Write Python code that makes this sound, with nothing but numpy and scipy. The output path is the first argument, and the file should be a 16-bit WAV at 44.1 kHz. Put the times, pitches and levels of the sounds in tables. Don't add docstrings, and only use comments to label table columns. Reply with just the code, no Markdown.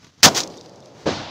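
import sys
import numpy as np
from scipy import signal
from scipy.fft import rfft, irfft
from scipy.io import wavfile
from scipy.ndimage import uniform_filter1d

SR = 44100
rng = np.random.default_rng(int(sys.argv[2]) if len(sys.argv) > 2 else 0)


def unload_wav(signal):
    wavfile.write(
        sys.argv[1],
        SR,
        np.round(np.clip(np.atleast_2d(signal).T, -1, 1) * 32767).astype(np.int16),
    )


N = 57330
T = np.arange(N) / SR
HZ = np.fft.rfftfreq(N, 1 / SR)
SHOT_S, ECHO_S = 0.2302, 1.056

# f/Hz, level/dB
CRACK_TONE = [(40, -42.5), (200, -4), (800, -6.5), (1500, -0.5), (2250, -3.5), (3300, -1), (4700, 2.5),
              (6400, 2), (8500, -13.5), (13000, -23), (14800, -16)]
# f/Hz, level/dB
BOOM_TONE = [(25, -27), (55, -43.5), (90, -1), (220, 3.5), (330, -8), (550, -2.5), (900, 1.5), (1400, -12),
             (3000, -37.5), (16000, -69)]
# f/Hz, level/dB
BARK_TONE = [(40, -26), (200, -14), (450, 0), (650, -4), (920, 6.5), (1300, -8.5), (2200, -20),
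             (4500, -11.5), (6400, -11), (8500, -32.5), (15000, -34.5)]
# f/Hz, level/dB, fade/s
ROLL_BANDS = [(25, -26.5, 0.57), (60, -17, .5), (90, -5, 0.43), (137, 3, 0.56), (342, 1, 1),
              (750, -0.5, 0.77), (1834, -17, .6), (5500, -16.5, 0.48), (7000, -19.5, 0.49),
              (9000, -33.5, .4), (15000, -36, 0.43)]
# f/Hz, level/dB
RUMBLE_TONE = [(25, -43), (55, -30), (130, 5), (300, -1), (560, 4), (1000, -8), (2300, -28.5),
               (5500, -24.5), (9000, -54.5), (16000, -64.5)]

# f/Hz, level/dB
PELLET_TONE = [(40, -42), (300, -3.5), (1200, 3), (2300, -1), (4000, 5), (6400, 6.5), (8500, -11.5),
               (12000, -17.5), (15000, -14)]
# f/Hz, level/dB
SPRAY_TONE = [(40, -31.5), (1000, -20), (2500, -18), (4600, 4), (6600, -7.5), (8500, -18), (12000, -28),
              (15000, -27)]
# t/s, level/dB, f/Hz
DROPS = [(.349, -18.5, 5260), (.4037, -12.5, 5000), (0.41, -20, 5250), (0.416, -28, 5140),
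         (0.433, -23.5, 4170), (0.4366, -23.5, 4900), (0.4744, -31, 5900), (0.5007, -39.5, 5600),
         (.54, -39.5, 2750), (.571, -41.5, 6000), (0.576, -40, 5400), (0.6105, -38, 4940),
         (.66, -40.5, 4470), (0.695, -42.5, 5500), (0.7588, -46, 5150), (.804, -45, 5940),
         (.858, -41.5, 4900)]
# f/Hz, level/dB
DROP_TONE = [(1000, -1.5), (6500, 0.5), (8500, -12.5), (12000, -11.5), (15000, -13)]
# t/s, level/dB, f/Hz
BUBBLES = [(.583, -37, 3630), (.826, -47, 3550)]

# t/s, level/dB, push length/s, treble limit/Hz
ROCK_SLAPS = [(1.0585, -26.5, 0.00012, 2000), (1.063, -20.5, 0.00023, 1800), (1.0648, -12.5, 0.00049, 750),
              (1.0667, -11.5, 0.00074, 700), (1.0736, -10.5, 0.0011, 800), (1.0866, -20, 0.00028, 1200),
              (1.0905, -12, 0.00097, 850), (1.127, -17, 0.0006, 1200)]
# f/Hz, level/dB
WATERLINE_TONE = [(25, -19.5), (100, 1), (450, 2.5), (900, -4.5), (1800, -8.5), (3000, -12), (6300, -11),
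                  (9000, -32), (15000, -39)]
# f/Hz, level/dB
THUD_TONE = [(25, -32), (90, 1), (300, 3.5), (600, 13.5), (1000, -22), (1600, -3), (3000, -40),
             (16000, -58)]
# f/Hz, level/dB, fade/s
SLOPE_BANDS = [(25, -20.5, 0.89), (62, -10, 0.87), (100, 7, 1.37), (206, 3.5, 0.32), (293, 9.5, 1),
               (420, -4.5, 0.78), (760, -1.5, 2.08), (1290, -4.5, 0.87), (2170, -10.5, 1.2),
               (2970, -9, 1.3), (4370, -7.5, 1.16), (6450, -13.5, 0.71), (8320, -33, 0.77),
               (12000, -55.5, 0.59), (16000, -66, 1)]

# f/Hz, level/dB
BREEZE_TONE = [(25, -30.5), (55, -12.5), (90, 6), (170, 3.5), (330, -3), (600, -11), (1200, -10),
               (2500, -13), (6300, -11), (8500, -32), (15000, -40)]
# t/s, level/dB
LAPS = [(0.027, -51), (0.043, -44), (0.065, -49.5), (0.202, -53)]


def gun():
    hammer = envelope(SHOT_S - 0.0048, rise_s=0.0005, fade_s=0.022) * noise(CRACK_TONE)
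    crack = envelope(SHOT_S, rise_s=0.0005, hold_s=0.027, fade_s=0.071) * noise(CRACK_TONE)
    boom = envelope(SHOT_S, rise_s=0.025, hold_s=0.023, fade_s=0.061) * noise(BOOM_TONE)
    bark = envelope(0.2647, rise_s=0.0079, hold_s=0.015, fade_s=0.022) * noise(BARK_TONE)
    return gain(-30.5) * hammer + gain(-3.5) * crack + gain(-12) * boom + gain(-13) * bark


def shore():
    roll = reflections(ROLL_BANDS, SHOT_S, rise_s=0.041)
    rumble = envelope(SHOT_S, rise_s=0.47, fade_s=11.6) * noise(RUMBLE_TONE)
    return gain(-21.5) * roll + gain(-45.5) * rumble


def splash():
    first_hit_s, onset_s, peak_s = 0.345, 0.0027, 0.3767
    rise_db_per_s, fall_db_per_s = 387, 403
    swell_db = np.minimum((T - peak_s) * rise_db_per_s, (peak_s - T) * fall_db_per_s)
    arrived = np.clip((T - first_hit_s) / onset_s, 0, 1)
    pellets = arrived * gain(swell_db) * patter(PELLET_TONE, hits_per_s=10000)
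    spray = envelope(0.49, rise_s=0.019, fade_s=1) * patter(SPRAY_TONE, hits_per_s=4300)
    drops = sum(drop(*row) for row in DROPS)
    bubbles = sum(bubble(*row) for row in BUBBLES)
    return gain(-16) * pellets + gain(-49.5) * spray + drops + bubbles


def drop(start_s, db, hz):
    width_octaves, floor_db = 0.92, -29
    octaves_away = np.log2((HZ + 1) / hz)
    hump = np.exp(-0.5 * (octaves_away / width_octaves) ** 2)
    tone_db = floor_db * (1 - hump) + look_up(DROP_TONE, HZ)
    spit = shape_tone(rng.standard_normal(N), tone_db)
    return gain(db) * envelope(start_s, rise_s=0.00057, fade_s=0.013) * spit


def bubble(start_s, db, hz):
    glide_per_s = 4.2
    age = np.maximum(T - start_s, 0)
    ring = np.sin(2 * np.pi * hz * age * (1 + glide_per_s * age / 2))
    return gain(db) * envelope(start_s, rise_s=0.0012, fade_s=0.021) * ring


def hillside():
    lead_in = envelope(0.911, rise_s=0.094, fade_s=0.74) * noise(WATERLINE_TONE)
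    slaps = sum(rock_slap(*row) for row in ROCK_SLAPS)
    thud = envelope(ECHO_S, rise_s=0.0048, hold_s=0.034, fade_s=0.11) * noise(THUD_TONE)
    slope = reflections(SLOPE_BANDS, ECHO_S, rise_s=0.017)
    return gain(-47) * lead_in + slaps + gain(-23) * (thud + slope)


def rock_slap(start_s, db, push_s, top_hz):
    bottom_hz = 324
    progress = np.maximum(T - start_s, 0) / push_s
    wave = (T >= start_s) * (1 - progress) * np.exp(-progress)
    band = signal.butter(2, [bottom_hz, top_hz], "band", fs=SR, output="sos")
    rounded = signal.sosfilt(band, wave)
    return -gain(db) * rounded / abs(rounded).max()


def lake():
    breeze_db, waver_db = -55.5, 3.07
    waver = normalise(uniform_filter1d(rng.standard_normal(N), size=3000, mode="wrap"))
    laps = sum(gain(db) * envelope(start_s, rise_s=0.0036, fade_s=0.026) for start_s, db in LAPS)
    return (gain(breeze_db + waver_db * waver) + laps) * noise(BREEZE_TONE)


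def reflections(bands, start_s, rise_s):
    hz, times, spectrum = signal.stft(noise(bands), SR, nperseg=512)
    age = np.maximum(times - start_s - rise_s, 0)
    fade_s = look_up(bands, hz, column=2)[:, None]
    tail = signal.istft(spectrum * gain(-60 * age / fade_s), SR)[1][:N]
    return tail * np.clip((T - start_s) / rise_s, 0, 1)


def patter(tone, hits_per_s):
    size_db = 0.5 * np.minimum(rng.exponential(1, N), 3)
    signs = rng.choice([-1, 1], N)
    hits = rng.random(N) < hits_per_s / SR
    return shape_tone(gain(size_db) * signs * hits, look_up(tone, HZ))


def noise(tone):
    return shape_tone(rng.standard_normal(N), look_up(tone, HZ))


def envelope(start_s, rise_s, fade_s, hold_s=0):
    age = T - start_s
    fading_for = np.maximum(age - rise_s - hold_s, 0)
    return np.clip(age / rise_s, 0, 1) * gain(-60 * fading_for / fade_s)


def shape_tone(sound, db):
    cepstrum = irfft(np.log(gain(db)), N)
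    cepstrum[1:N // 2] *= 2
    cepstrum[N // 2 + 1:] = 0
    response = np.exp(rfft(cepstrum))
    return normalise(irfft(rfft(sound) * response, N))


def look_up(table, hz, column=1):
    table = np.array(table)
    return np.interp(np.log(hz + 1), np.log(table[:, 0]), table[:, column])


def normalise(sound):
    return sound / np.sqrt(np.mean(sound ** 2) + 1e-20)


def gain(db):
    return 10 ** (np.asarray(db) / 20)


def scene():
    return (gun() + shore() + splash() + hillside() + lake())[None]


def record(dry):
    ceiling, hardness, top_hz = 0.97, 3, 15700
    squashed = dry / (1 + abs(dry / ceiling) ** hardness) ** (1 / hardness)
    treble_cut = signal.firwin(511, top_hz, window=("kaiser", 8), fs=SR)
    return signal.oaconvolve(squashed, treble_cut[None], "same")


dry = scene()
out = record(dry)
unload_wav(out)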